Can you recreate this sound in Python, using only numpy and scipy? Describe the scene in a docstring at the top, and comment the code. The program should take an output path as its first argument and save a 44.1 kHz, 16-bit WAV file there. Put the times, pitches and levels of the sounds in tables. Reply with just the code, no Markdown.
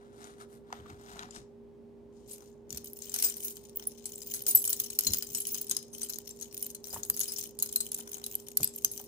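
"""An appliance hums in a living room, with a phone's two microphones close by. First a hand rubs a small
necklace over a cloth mat: links scrape, pendants tap, and hand and beads bump the table. After a short
pause, from about 2 s, a tangle of chains, beads and metal pendants is lifted and shaken. Links rattle
and pendants clink; from about 3 s some swing free and ring on. The shaking comes in bursts until 9 s,
with a few more bumps on the table."""
import sys
import numpy as np
from scipy import signal
from scipy.fft import rfft, irfft, next_fast_len
from scipy.io import wavfile
from scipy.ndimage import uniform_filter1d, map_coordinates

SR = 44100
rng = np.random.default_rng(int(sys.argv[2]) if len(sys.argv) > 2 else 0)


def to_wav(s):
    """Save 16-bit WAV."""
    ch = np.atleast_2d(s).T  # columns
    pcm = np.round(np.clip(ch, -1, 1) * 32767)  # PCM
    wavfile.write(sys.argv[1], SR, pcm.astype(np.int16))


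N = 399987
T = np.arange(N) / SR


def undb(db):
    """Turn decibels into a gain to multiply by."""
    return 10 ** (np.asarray(db) / 20)


def unit(x):
    """Scale a signal to an average power of 1."""
    return x / np.sqrt(np.mean(x ** 2) + 1e-20)


def colour(x, points):
    """Shape the tone with a curve of (pitch_hz, level_db) points that falls away past its ends."""
    hz, db = np.transpose(points)
    size = next_fast_len(len(x) + 1024)
    log_hz = np.log(np.fft.rfftfreq(size, 1 / SR) + 1)
    outside = np.abs(log_hz - np.clip(log_hz, np.log(hz[0]), np.log(hz[-1])))
    gain = undb(np.interp(log_hz, np.log(hz), db) - 40 * outside)
    return irfft(rfft(x, size) * gain, size)[:len(x)]


def band(x, low_hz, high_hz, order=3):
    """Keep the sound between two pitches."""
    edges = [low_hz, min(high_hz, .48 * SR)]
    return signal.sosfilt(signal.butter(order, edges, "band", fs=SR, output="sos"), x)


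def fade(t, fade_s):
    """Die away by 60 dB every fade_s seconds."""
    return np.exp(-np.log(1000) * t / fade_s)


def add(out, start_s, x):
    """Mix x into out, beginning at start_s."""
    i = max(int(start_s * SR), 0)
    out[i:i + len(x)] += x[:max(N - i, 0)]


def wander(per_s):
    """A smooth random drift, usually between about -1 and 1."""
    hold = int(SR / per_s)
    steps = np.repeat(rng.standard_normal(N // hold + 1), hold)
    return 1.348 * uniform_filter1d(uniform_filter1d(steps, hold), hold)[:N]


# The appliance's tones: pitch_hz, level_db
HUM_TONES = [(59.6, -71), (124.5, -74.5), (232.5, -61), (405.6, -55.5), (473, -82)]
# Tone of the room's soft rush: pitch_hz, level_db
AIR_COLOUR = [(15, -108), (25, -25.5), (114, -11), (200, -14), (229, -5), (263, -12.5), (373, -12),
              (405, -12), (439, -17), (476, -14), (607, -18), (659, -25.5), (863, -24), (1290, -37),
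              (16000, -58.5)]


def background(drift_hz=.83, waver_db=.3, right_louder_db=3.5, air_db=-59, width_db=-4):
    """An appliance hums with slightly wavering tones over the soft rush of the room."""
    hum = 0
    for hz, db in HUM_TONES:
        cycles = np.cumsum(hz + drift_hz * wander(7.4)) / SR
        hum += np.sqrt(2) * undb(db + waver_db * wander(11)) * np.sin(2 * np.pi * cycles)
    middle, side = (unit(colour(rng.standard_normal(N), AIR_COLOUR)) for _ in range(2))
    left_right = np.array([[1], [-1]])
    air = undb(air_db) * (middle + undb(width_db) * left_right * side)
    return hum * undb(-left_right * right_louder_db / 2) + air


# Strokes of chain over cloth and skin: middle_s, length_s, scrape_db, rattle_db, shimmer_db
STROKES = [(0.025, 0.12, -66.5, -72, -91), (0.248, 0.097, -57, -55, -70), (0.414, 0.028, -53.5, -53, -64.5),
           (0.539, 0.047, -65.5, -63, -68), (0.765, 0.077, -56.5, -62.5, -76),
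           (0.9, 0.061, -57, -61, -75.5), (1.124, 0.14, -56, -53.5, -70), (1.217, 0.055, -51, -57, -72),
           (1.361, 0.047, -59, -46.5, -72), (2.405, 0.061, -73, -70, -77), (2.748, 0.053, -64, -65, -80),
           (3.214, 0.12, -62, -52, -70), (3.803, 0.041, -59, -48.5, -54), (6.967, 0.089, -56, -64, -69),
           (8.156, 0.27, -64, -63, -72)]
# The bundle is picked up, pulled or shaken: start_s, length_s, rattle_db, shimmer_db
SHAKES = [(2.122, 0.17, -66, -93), (2.272, 0.074, -48, -55.5), (2.42, 0.017, -51, -66),
          (2.691, 0.063, -43.5, -53), (2.83, 0.058, -56, -54.5), (2.945, 0.083, -54, -57.5),
          (2.991, 0.17, -44, -56), (3.16, 0.13, -35.5, -41.5), (3.352, .16, -47, -48),
          (3.555, 0.13, -54.5, -70), (3.766, 0.46, -53.5, -71), (4.056, 0.46, -50, -56.5),
          (4.288, 0.055, -42, -48.5), (4.454, 0.34, -44, -43), (4.8, 0.15, -45, -54),
          (5.002, 0.16, -39, -46), (5.203, 0.19, -46, -52.5), (5.336, 0.24, -42, -49.5),
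          (5.58, 0.23, -49, -53), (5.912, .24, -47, -53), (6.238, 0.094, -44.5, -56.5),
          (6.37, 0.3, -52, -64), (6.529, 0.15, -47, -48), (6.83, 0.15, -47, -50), (7.024, .1, -69, -54),
          (7.13, 0.31, -43, -48), (7.598, 0.26, -47.5, -48.5), (7.896, 0.092, -41.5, -47.5),
          (8.069, 0.076, -44, -47), (8.23, 0.081, -48.5, -49), (8.314, 0.33, -53, -62),
          (8.572, 0.055, -41.5, -47), (8.727, 0.12, -49, -52), (8.921, 0.088, -48, -50)]


def hand_movement(steepness=1.45, attack_s=.025, growth_db=.5, settle_s=.3, fine_settle_s=.24):
    """How strongly the hand stirs the chain: strokes swell and fade; shakes start, hold and settle."""
    power, t = np.zeros((3, N)), T[:SR]  # rows: scrape, rattle, shimmer
    for middle_s, length_s, *levels_db in STROKES:
        start_s = max(middle_s - 2 * length_s, 0)
        swell = np.exp(-np.abs(2 * (start_s + T[:2 * SR] - middle_s) / length_s) ** steepness)
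        for layer, db in zip(power, levels_db):
            add(layer, start_s, undb(db) ** 2 * swell)
    for start_s, length_s, rattle_db, shimmer_db in SHAKES:
        progress = np.minimum(t / length_s, 1)
        swing = np.minimum(t / attack_s, 1) * undb(growth_db * (progress - .5))
        after_s = np.maximum(t - length_s, 0)
        add(power[1], start_s, (undb(rattle_db) * swing * fade(after_s, settle_s)) ** 2)
        # the finest links make the shimmer and come to rest first
        add(power[2], start_s, (undb(shimmer_db) * swing * fade(after_s, fine_settle_s)) ** 2)
    return np.sqrt(power)


# How much of the chain lies on the cloth: time_s, share_0_to_1
CLOTH_CONTACT = [(1.5, .85), (2.2, .4), (2.7, .08), (3.3, .2), (3.7, .08), (4.5, .04)]


def share_on_cloth(time_s):
    """The share of links that drag on the cloth instead of hanging free."""
    return np.clip(np.interp(time_s, *np.transpose(CLOTH_CONTACT)), 0, 1)


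# The metal's natural notes, used for both links and pendants: pitch_hz, level_db
METAL_NOTES = [(1990, -22), (3020, -9.5), (4100, -8.5), (5000, -1.5), (5500, 0), (6000, -2), (6280, 1.5),
               (6650, 3), (6900, -2), (7830, -28), (8090, 11), (9150, -6), (9660, -6), (10380, -15),
               (10910, 5), (11120, 5), (11300, -7), (12470, 2), (12700, 4), (13050, -12), (13520, 13),
               (15090, 5), (15330, 18), (15620, -8)]


def link_ticks(per_s, spread_db, fade_s, tone_db, kinds=12, tries=1500):
    """Links collide at random; each kind has its own tick, a puff of noise with a short ring."""
    out, t = np.zeros(N), T[:SR // 30]
    metal_hz, metal_db = np.transpose(METAL_NOTES)
    for _ in range(kinds):
        mistune, strength, phase = rng.standard_normal((len(metal_hz), 3)).T[..., None]
        waves = np.sin(2 * np.pi * (metal_hz[:, None] * (1 + .035 * mistune) * t + phase))
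        ring = (undb(metal_db[:, None] + 13 * strength) * waves).sum(0)
        puff = unit(rng.standard_normal(len(t)) * fade(t, fade_s / 2))
        tick = puff + undb(tone_db) * unit(ring * fade(t, fade_s))
        when, chance, softness = rng.random((tries, 3)).T
        struck = chance < per_s * N / SR / kinds / tries
        force = undb(-spread_db * np.log(softness + .025))  # many weak hits, a few strong ones
        blows = np.bincount((when * N).astype(int), struck * force, N)
        out += signal.oaconvolve(blows, tick * (1 - fade(t, .01)))[:N]
    return out


# Tone of the chain's four layers, from low to high: pitch_hz, level_db
SCRAPE_COLOUR = [(400, -22), (700, 5.5), (1100, 1), (1700, -3), (2600, -11), (3700, -9), (4800, -20.5)]
RATTLE_COLOUR = [(1800, -13), (2800, -7.5), (4200, -2.5), (6500, -0.5), (7400, -4), (8200, -6.5),
                 (9200, -9.5), (10200, -19.5)]
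SHIMMER_COLOUR = [(8800, -12.5), (9900, -12), (11100, -17), (11900, -10), (13000, -17.5), (14000, -14)]
SIZZLE_COLOUR = [(14000, -37.5), (14700, -5), (15400, 20.5), (15900, -14), (16500, -49.5)]
# The finest chain sizzles most while the tangle is pulled apart: time_s, boost_db
SIZZLE_BOOST = [(2.3, -9), (3.1, 1.5), (4.6, 1.5), (5.2, 4), (6, -7), (7.2, -3), (9, -5)]


def chain(rattle_db=-5.5, shimmer_db=-1):
    """Hanging links tick one by one; dragged over the cloth they blur into a fine scrape."""
    scrape, rattle, shimmer = hand_movement()
    sizzle = shimmer * undb(np.interp(T, *np.transpose(SIZZLE_BOOST)))
    loose = unit(link_ticks(per_s=170, spread_db=6, fade_s=.02, tone_db=-2))
    dragged = unit(link_ticks(per_s=2000, spread_db=3.5, fade_s=.012, tone_db=-9))
    on_cloth = share_on_cloth(T)
    ticks = np.sqrt(on_cloth) * dragged + np.sqrt(1 - on_cloth) * loose
    out = np.zeros(N)
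    for shape, gain in ((SCRAPE_COLOUR, scrape), (RATTLE_COLOUR, rattle * undb(rattle_db)),
                        (SHIMMER_COLOUR, shimmer * undb(shimmer_db)), (SIZZLE_COLOUR, sizzle)):
        layer = colour(ticks, shape)
        # the hand sets the average loudness, however the ticks happen to fall
        power = uniform_filter1d(uniform_filter1d(layer ** 2, size=3500), size=2000)
        out += gain * layer / np.sqrt(np.abs(power) + 1e-12)
    return out


# Pendants hitting each other: start_s, note_db, clatter_db, pitch_hz, base_fade_s
CLINKS = [(0.242, -50.5, -69, 7130, 0.031), (.726, -45, -51, 1310, 0.014), (.901, -70, -61, 3600, 0.016),
          (1.193, -45.5, -52, 3800, 0.016), (1.226, -57, -57, 2950, 0.012), (1.232, -53, -56, 4500, .014),
          (1.308, -48, -74, 7200, .04), (1.363, -55, -56.5, 5640, 0.032), (2.311, -45, -63, 8160, 0.039),
          (2.33, -49, -62, 11100, 0.071), (2.705, -41.5, -52, 5820, 0.024),
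          (2.727, -42.5, -50.5, 7060, 0.011), (2.773, -55, -42.5, 5930, 0.012),
          (2.844, -49, -55, 13000, .016), (2.871, -50, -66, 6360, 0.013), (2.933, -46, -61, 11400, .025),
          (3.02, -44, -58, 6660, .06), (3.141, -39, -35.5, 11000, 0.078), (3.162, -49, -37, 6200, 0.037),
          (3.187, -42, -47, 7900, 0.051), (3.224, -31, -35, 11200, 0.023), (3.243, -26, -35.5, 8130, 0.12),
          (3.445, -30, -45.5, 15000, 0.22), (3.759, -37, -86, 14200, 0.055),
          (3.772, -28.5, -58, 15300, 0.02), (3.569, -52, -52, 15800, 0.0087),
          (3.872, -32.5, -61, 13980, 0.043), (4.056, -36.5, -43, 7640, 0.095),
          (4.157, -43, -70, 7700, 0.012), (4.218, -48, -49.5, 5000, 0.017), (4.271, -40, -51, 15000, 0.056),
          (4.339, -44, -37.5, 11000, 0.2), (4.422, -42.5, -59, 12000, 0.017),
          (4.466, -34, -35, 8000, 0.031), (4.481, -24.5, -38, 15900, 0.17),
          (4.509, -33, -40.5, 9660, 0.047), (4.551, -23, -49, 13120, 0.089), (4.56, -42, -41, 13300, 0.081),
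          (4.572, -34.5, -44, 7820, 0.088), (4.619, -38, -48, 10860, 0.041),
          (4.652, -33.5, -41, 10600, 0.076), (4.676, -31, -38.5, 7830, 0.037),
          (4.701, -28, -38.5, 15200, 0.078), (4.729, -30, -34, 8050, 0.039),
          (4.799, -34, -34.5, 12600, .024), (4.838, -43, -43, 6200, 0.078), (4.902, -41, -43, 8000, 0.041),
          (4.989, -30, -29.5, 12700, 0.038), (5.009, -40, -42, 12700, 0.023), (5.036, -47, -43, 6500, .024),
          (5.053, -45, -51, 8070, 0.019), (5.068, -26, -30.5, 4112, 0.089), (5.135, -29, -33, 7100, 0.029),
          (5.144, -45, -36, 6480, 0.037), (5.184, -28, -44, 16300, 0.025), (5.224, -52, -37.5, 4980, 0.048),
          (5.349, -39, -33.5, 8000, 0.068), (5.371, -36, -46, 8000, 0.11), (5.403, -36.5, -47, 11080, 0.14),
          (5.469, -38, -42, 10900, 0.071), (5.519, -30, -63, 15570, 0.19), (5.544, -39, -37, 6400, 0.052),
          (5.582, -41, -46, 6700, 0.037), (5.613, -30, -47, 15100, 0.069), (5.696, -34.5, -44, 8100, 0.023),
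          (5.712, -28.5, -32, 6630, 0.043), (5.767, -32.5, -35.5, 5110, 0.035),
          (5.931, -53, -50.5, 6300, 0.17), (6.016, -52, -39, 6200, 0.06),
          (6.031, -35.5, -41.5, 9100, 0.086), (6.096, -41, -41.5, 13100, 0.053),
          (6.135, -39.5, -51, 6070, 0.014), (6.159, -42, -57, 6500, 0.025),
          (6.186, -43, -46.5, 13930, 0.014), (6.412, -53, -46.5, 6040, 0.058),
          (6.423, -38, -49, 6590, 0.054), (6.626, -36.5, -48.5, 10830, .11), (6.702, -50, -49, 6360, 0.037),
          (6.748, -48, -46.5, 8400, 0.049), (6.842, -43.5, -53, 5770, 0.027), (6.905, -46, -53, 4970, 0.11),
          (6.929, -50, -46.5, 10670, 0.31), (7.033, -34.5, -46, 6670, .03), (7.051, -46, -54, 8600, 0.0074),
          (7.099, -26, -37, 12300, 0.026), (7.166, -42, -50, 13100, 0.012), (7.173, -45, -42, 6500, 0.05),
          (7.194, -33, -46, 10920, 0.021), (7.205, -34, -47, 11700, 0.014),
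          (7.212, -30.5, -35.5, 6500, 0.075), (7.232, -39, -41, 6950, 0.026),
          (7.241, -37, -50, 7800, 0.022), (7.279, -41, -44.5, 5000, 0.21), (7.32, -41, -44, 8050, 0.031),
          (7.361, -37, -51, 5630, 0.056), (7.384, -39, -41.5, 7560, 0.045), (7.412, -39, -48, 6040, 0.03),
          (7.439, -48, -45.5, 6550, 0.014), (7.59, -41, -48, 9300, 0.011), (7.6, -40, -48, 6900, 0.054),
          (7.625, -26.5, -36, 13240, 0.055), (7.66, -50, -45, 13040, 0.02), (7.69, -44, -50, 7200, 0.03),
          (7.759, -24.5, -36.5, 13100, 0.048), (7.805, -30.5, -38.5, 8020, 0.046),
          (7.918, -39, -43, 10900, 0.021), (7.947, -38, -50, 11500, 0.012), (8.143, -40, -46.5, 6530, .029),
          (8.241, -40, -45, 3960, 0.027), (8.264, -39.5, -44, 13200, 0.029),
          (8.353, -33, -46, 11400, 0.014), (8.485, -66, -47.5, 11100, 0.022),
          (8.572, -26, -35, 12460, 0.017), (8.631, -33, -33, 7950, 0.019),
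          (8.644, -25, -39.5, 11200, 0.013), (8.675, -36.5, -47.5, 8050, 0.017),
          (8.761, -41.5, -68, 13200, 0.023), (8.847, -25, -32, 11030, 0.0091),
          (8.915, -41, -53, 10640, 0.064), (8.977, -44, -45.5, 5960, 0.045)]
# Five pitch ranges that make up a clink: low_hz, high_hz
CLINK_BANDS = [(700, 3500), (3500, 7400), (7400, 10000), (10000, 14000), (14000, 16500)]
# Clatter added or taken away in each of those ranges: boost_db
CLATTER_BOOST = [-16, 0.5, -2.5, 0, -7]


def pendant_clinks(crack_db=1, crack_s=.012, buzz_db=-5, main_db=5, scatter_db=4, detune=.0069,
                   rise_s=.00055, chatter=.59, spill_db_per_octave=40, muffle_db_per_octave=15):
    """Each hit cracks, buzzes briefly and rings the metal's notes in a new mix."""
    out, t = np.zeros(N), T[:SR // 12]
    metal_hz, metal_db = np.transpose(METAL_NOTES)
    starts_s, note_db, clatter_db, pitch_hz, base_fade_s = np.transpose(CLINKS)
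    ring_s, buzz_s = .69 * base_fade_s[:, None], 1.77 * base_fade_s[:, None]
    contact = undb(crack_db) * fade(t, crack_s) + undb(buzz_db) * fade(t, buzz_s)
    hits = np.zeros((len(CLINKS), len(t)))
    # the pieces chatter against each other for a moment, so the sound builds up and flutters
    flutter = uniform_filter1d(rng.standard_normal(hits.shape), size=70)
    flutter = unit(uniform_filter1d(flutter, size=40))
    swell = (1 - np.exp(-t / rise_s)) * np.exp(chatter * flutter * fade(t, .045))
    for (low_hz, high_hz), boost_db in zip(CLINK_BANDS, CLATTER_BOOST):
        inside = (metal_hz >= low_hz) & (metal_hz < high_hz)
        tone = np.zeros_like(hits)
        for hz, db in zip(metal_hz[inside], metal_db[inside]):
            mistune, strength, linger, phase = rng.standard_normal((len(CLINKS), 4)).T[..., None]
            wave = np.sin(2 * np.pi * (hz * (1 + detune * mistune) * t + phase))
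            tone += undb(db + scatter_db * strength) * wave * fade(t, ring_s * np.exp(.3 * linger))
        tone /= np.sqrt(max(inside.sum(), 1))
        # the spot that is hit brings out one main note
        has_main = (pitch_hz >= low_hz) & (pitch_hz < high_hz)
        main_note = np.sin(2 * np.pi * pitch_hz[has_main, None] * t)
        tone[has_main] += undb(main_db) * main_note * fade(t, ring_s[has_main])
        part = band(swell * (tone + contact * rng.standard_normal(hits.shape)), low_hz, high_hz)
        # the note is strongest in its own range; clatter fills all five, duller on the cloth
        centre_hz = np.sqrt(low_hz * high_hz)
        octaves_away = np.abs(np.log2(centre_hz / pitch_hz)) * ~has_main
        note = undb(note_db - spill_db_per_octave * octaves_away)
        muffle_db = muffle_db_per_octave * share_on_cloth(starts_s) * np.log2(centre_hz / 5000)
        clatter = undb(clatter_db + boost_db - muffle_db)
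        opening_level = np.sqrt(np.mean(part[:, :SR // 100] ** 2, axis=1))
        hits += part * (np.hypot(note, clatter) / opening_level)[:, None]
    for start_s, hit in zip(starts_s, hits):
        add(out, start_s - rise_s, hit)
    return out


# Soft blows on the table: start_s, level_db, pitch_hz, fade_s
KNOCKS = [(.703, -51, 775, 0.028), (.727, -36, 746, 0.036), (0.859, -50, 940, 0.038),
          (1.166, -49.5, 990, 0.054), (1.232, -47, 970, 0.035), (1.288, -51, 780, 0.034),
          (2.421, -59, 980, 0.054), (5.075, -64, 850, 0.036), (6.932, -48.5, 585, 0.08),
          (6.962, -37.5, 865, 0.034), (7.1, -37, 1110, .014), (7.992, -41, 990, 0.0096),
          (8.601, -43, 624, 0.042), (8.847, -40, 905, 0.011), (8.998, -52, 770, 0.064)]


def table_knocks(boost_db=2):
    """The padded table answers each blow with a short, woody burst of noise."""
    out, t = np.zeros(N), T[:SR // 8]
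    for start_s, db, hz, fade_s in KNOCKS:
        wood = unit(band(rng.standard_normal(len(t)), hz / np.sqrt(2), hz * np.sqrt(2), order=2))
        add(out, start_s, undb(db + boost_db) * wood * fade(t, fade_s))
    return out


# The hand and the bundle bump the table: start_s, level_db, length_s
BUMPS = [(.78, -52, .08), (.87, -52, .12), (1.1, -56, .2), (1.36, -52, .07), (2.7, -51, .1),
         (5.057, -43.5, .11), (5.28, -53, .05), (5.7, -54, .05), (6.93, -52, .07), (7.09, -55, .05),
         (8.597, -43, .055)]
# Tone of a bump: pitch_hz, level_db
BUMP_COLOUR = [(25, -14), (60, -1), (110, 0), (230, -2), (400, -14), (800, -32)]


def table_bumps():
    """A soft push on the table makes a dull thud that swells quickly and dies away."""
    out, t = np.zeros(N), T[:SR // 2]
    for start_s, db, length_s in BUMPS:
        progress = t / length_s
        push = np.minimum(6 * progress, 1) * np.exp(-progress ** 4)
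        thud = unit(colour(rng.standard_normal(len(t)), BUMP_COLOUR))
        add(out, start_s, undb(db) * push * thud)
    return out


# Pendants that swing free and ring on: start_s, pitch_hz, level_db, fade_s
RINGS = [(3.246, 15070, -21.5, .14), (3.246, 5000, -34, .12), (3.42, 9660, -49, .3),
         (3.445, 15400, -45, .2), (3.76, 15340, -40, .14), (3.87, 9050, -34, .045), (4.483, 9660, -31, .19),
         (4.549, 13085, -20, .1), (4.558, 7820, -29, .15), (4.585, 11080, -36, .16), (4.7, 15500, -35, .15),
         (5.07, 4095, -30, .05), (5.07, 6910, -26, .075), (5.712, 6645, -33, .11), (6.63, 3020, -50, .09),
         (6.75, 4100, -49, .06), (7.13, 4700, -48, .13), (7.624, 4120, -32, .045), (7.76, 4105, -27, .045),
         (7.76, 8110, -32, .14), (7.805, 8100, -38, .19), (7.805, 4105, -39, .09), (8.632, 8050, -38, .17),
         (8.646, 4990, -41, .09), (8.847, 6280, -23, .05)]


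def pendant_rings(beat_hz=45, twin_gain=.3):
    """A free pendant holds one note; a weaker twin note just above it makes it flutter."""
    out, t = np.zeros(N), T[:SR // 3]
    attack = 1 - fade(t, .0015)
    for start_s, hz, db, fade_s in RINGS:
        note = np.sin(2 * np.pi * hz * t)
        twin = twin_gain * np.sin(2 * np.pi * ((hz + beat_hz) * t + rng.random()))
        add(out, start_s, np.sqrt(2) * undb(db) * (note + twin) * fade(t, fade_s) * attack)
    return out


def room_echo(x, level_db=-16, fade_s=.34, early_db=2):
    """Sound bounces off things on the table, then leaves a short echo whose highs fade first."""
    t = T[:SR // 2]
    low, high, near = rng.standard_normal((3, len(t)))
    low_tail = band(low, 90, 7900) * fade(t, fade_s)
    high_tail = .5 * band(high, 9600, 13400) * fade(t, .65 * fade_s)
    early = undb(early_db) * near * fade(t, .06)
    echo = (low_tail + high_tail + early) * (t > .003)  # the first bounce takes 3 ms
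    return undb(level_db) * signal.oaconvolve(x, echo / np.sqrt(np.sum(echo ** 2)))[:N]


# How the right microphone hears the jewellery next to the left, mostly weaker: pitch_hz, level_db
RIGHT_SHADE = [(25, -4), (500, -10), (1200, -3.5), (2200, -4.5), (3500, -11), (4500, -13), (6500, -23),
               (7600, -7), (8200, -14), (9100, 2.5), (16000, -0.5)]
# Each microphone sits in a small tube that rings in its own way: pitch_hz, right_lag_radians
RIGHT_LAG = [(400, -.3), (1200, 3.3), (2000, 3.9), (3500, 8.7), (4500, 11.6), (5200, 11.2), (6200, 7.8),
             (7400, 6.8), (9200, -2.4), (10200, -3.3), (11800, -6.2), (12300, -6.5), (15300, -12.4),
             (16500, -12.6)]


def right_microphone(x, sway_s=1.5e-5, sways_per_s=3):
    """The far microphone hears the jewellery shaded, through its own tube, with a swaying delay."""
    size = next_fast_len(N + 1024)
    lag = np.interp(np.fft.rfftfreq(size, 1 / SR), *np.transpose(RIGHT_LAG))
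    heard = irfft(rfft(colour(x, RIGHT_SHADE), size) * np.exp(-1j * lag), size)[:N]
    swayed_s = T + sway_s * wander(sways_per_s)  # the swinging bundle shifts the delay
    return map_coordinates(heard, [swayed_s * SR], order=3, mode="mirror")


# How the microphone tubes raise or lower all the metal sounds: pitch_hz, boost_db
TUBE_COLOUR = [(400, -4), (1400, 8), (1900, 3), (2600, 1), (9000, 3.5), (10100, 3), (10900, 5.5),
               (11700, 4), (13000, 6.5), (14000, -10.5), (15000, 3), (15700, -6), (16100, -8)]


def scene(ring_db=-1, right_echo_db=-3):
    """The jewellery is close by on the left; blows travel through the table to both sides alike."""
    metal = colour(pendant_clinks() + undb(ring_db) * pendant_rings() + chain(), TUBE_COLOUR)
    wood = table_knocks() + table_bumps()
    direct = metal + wood
    left = direct + room_echo(direct)
    right = right_microphone(metal) + wood + undb(right_echo_db) * room_echo(direct)
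    return np.array([left, right]) + background()


def record(dry, top_hz=16500):
    """The phone cuts off the very highest pitches."""
    return signal.sosfilt(signal.ellip(8, .2, 70, top_hz, fs=SR, output="sos"), dry)


dry = scene()
out = record(dry)
to_wav(out)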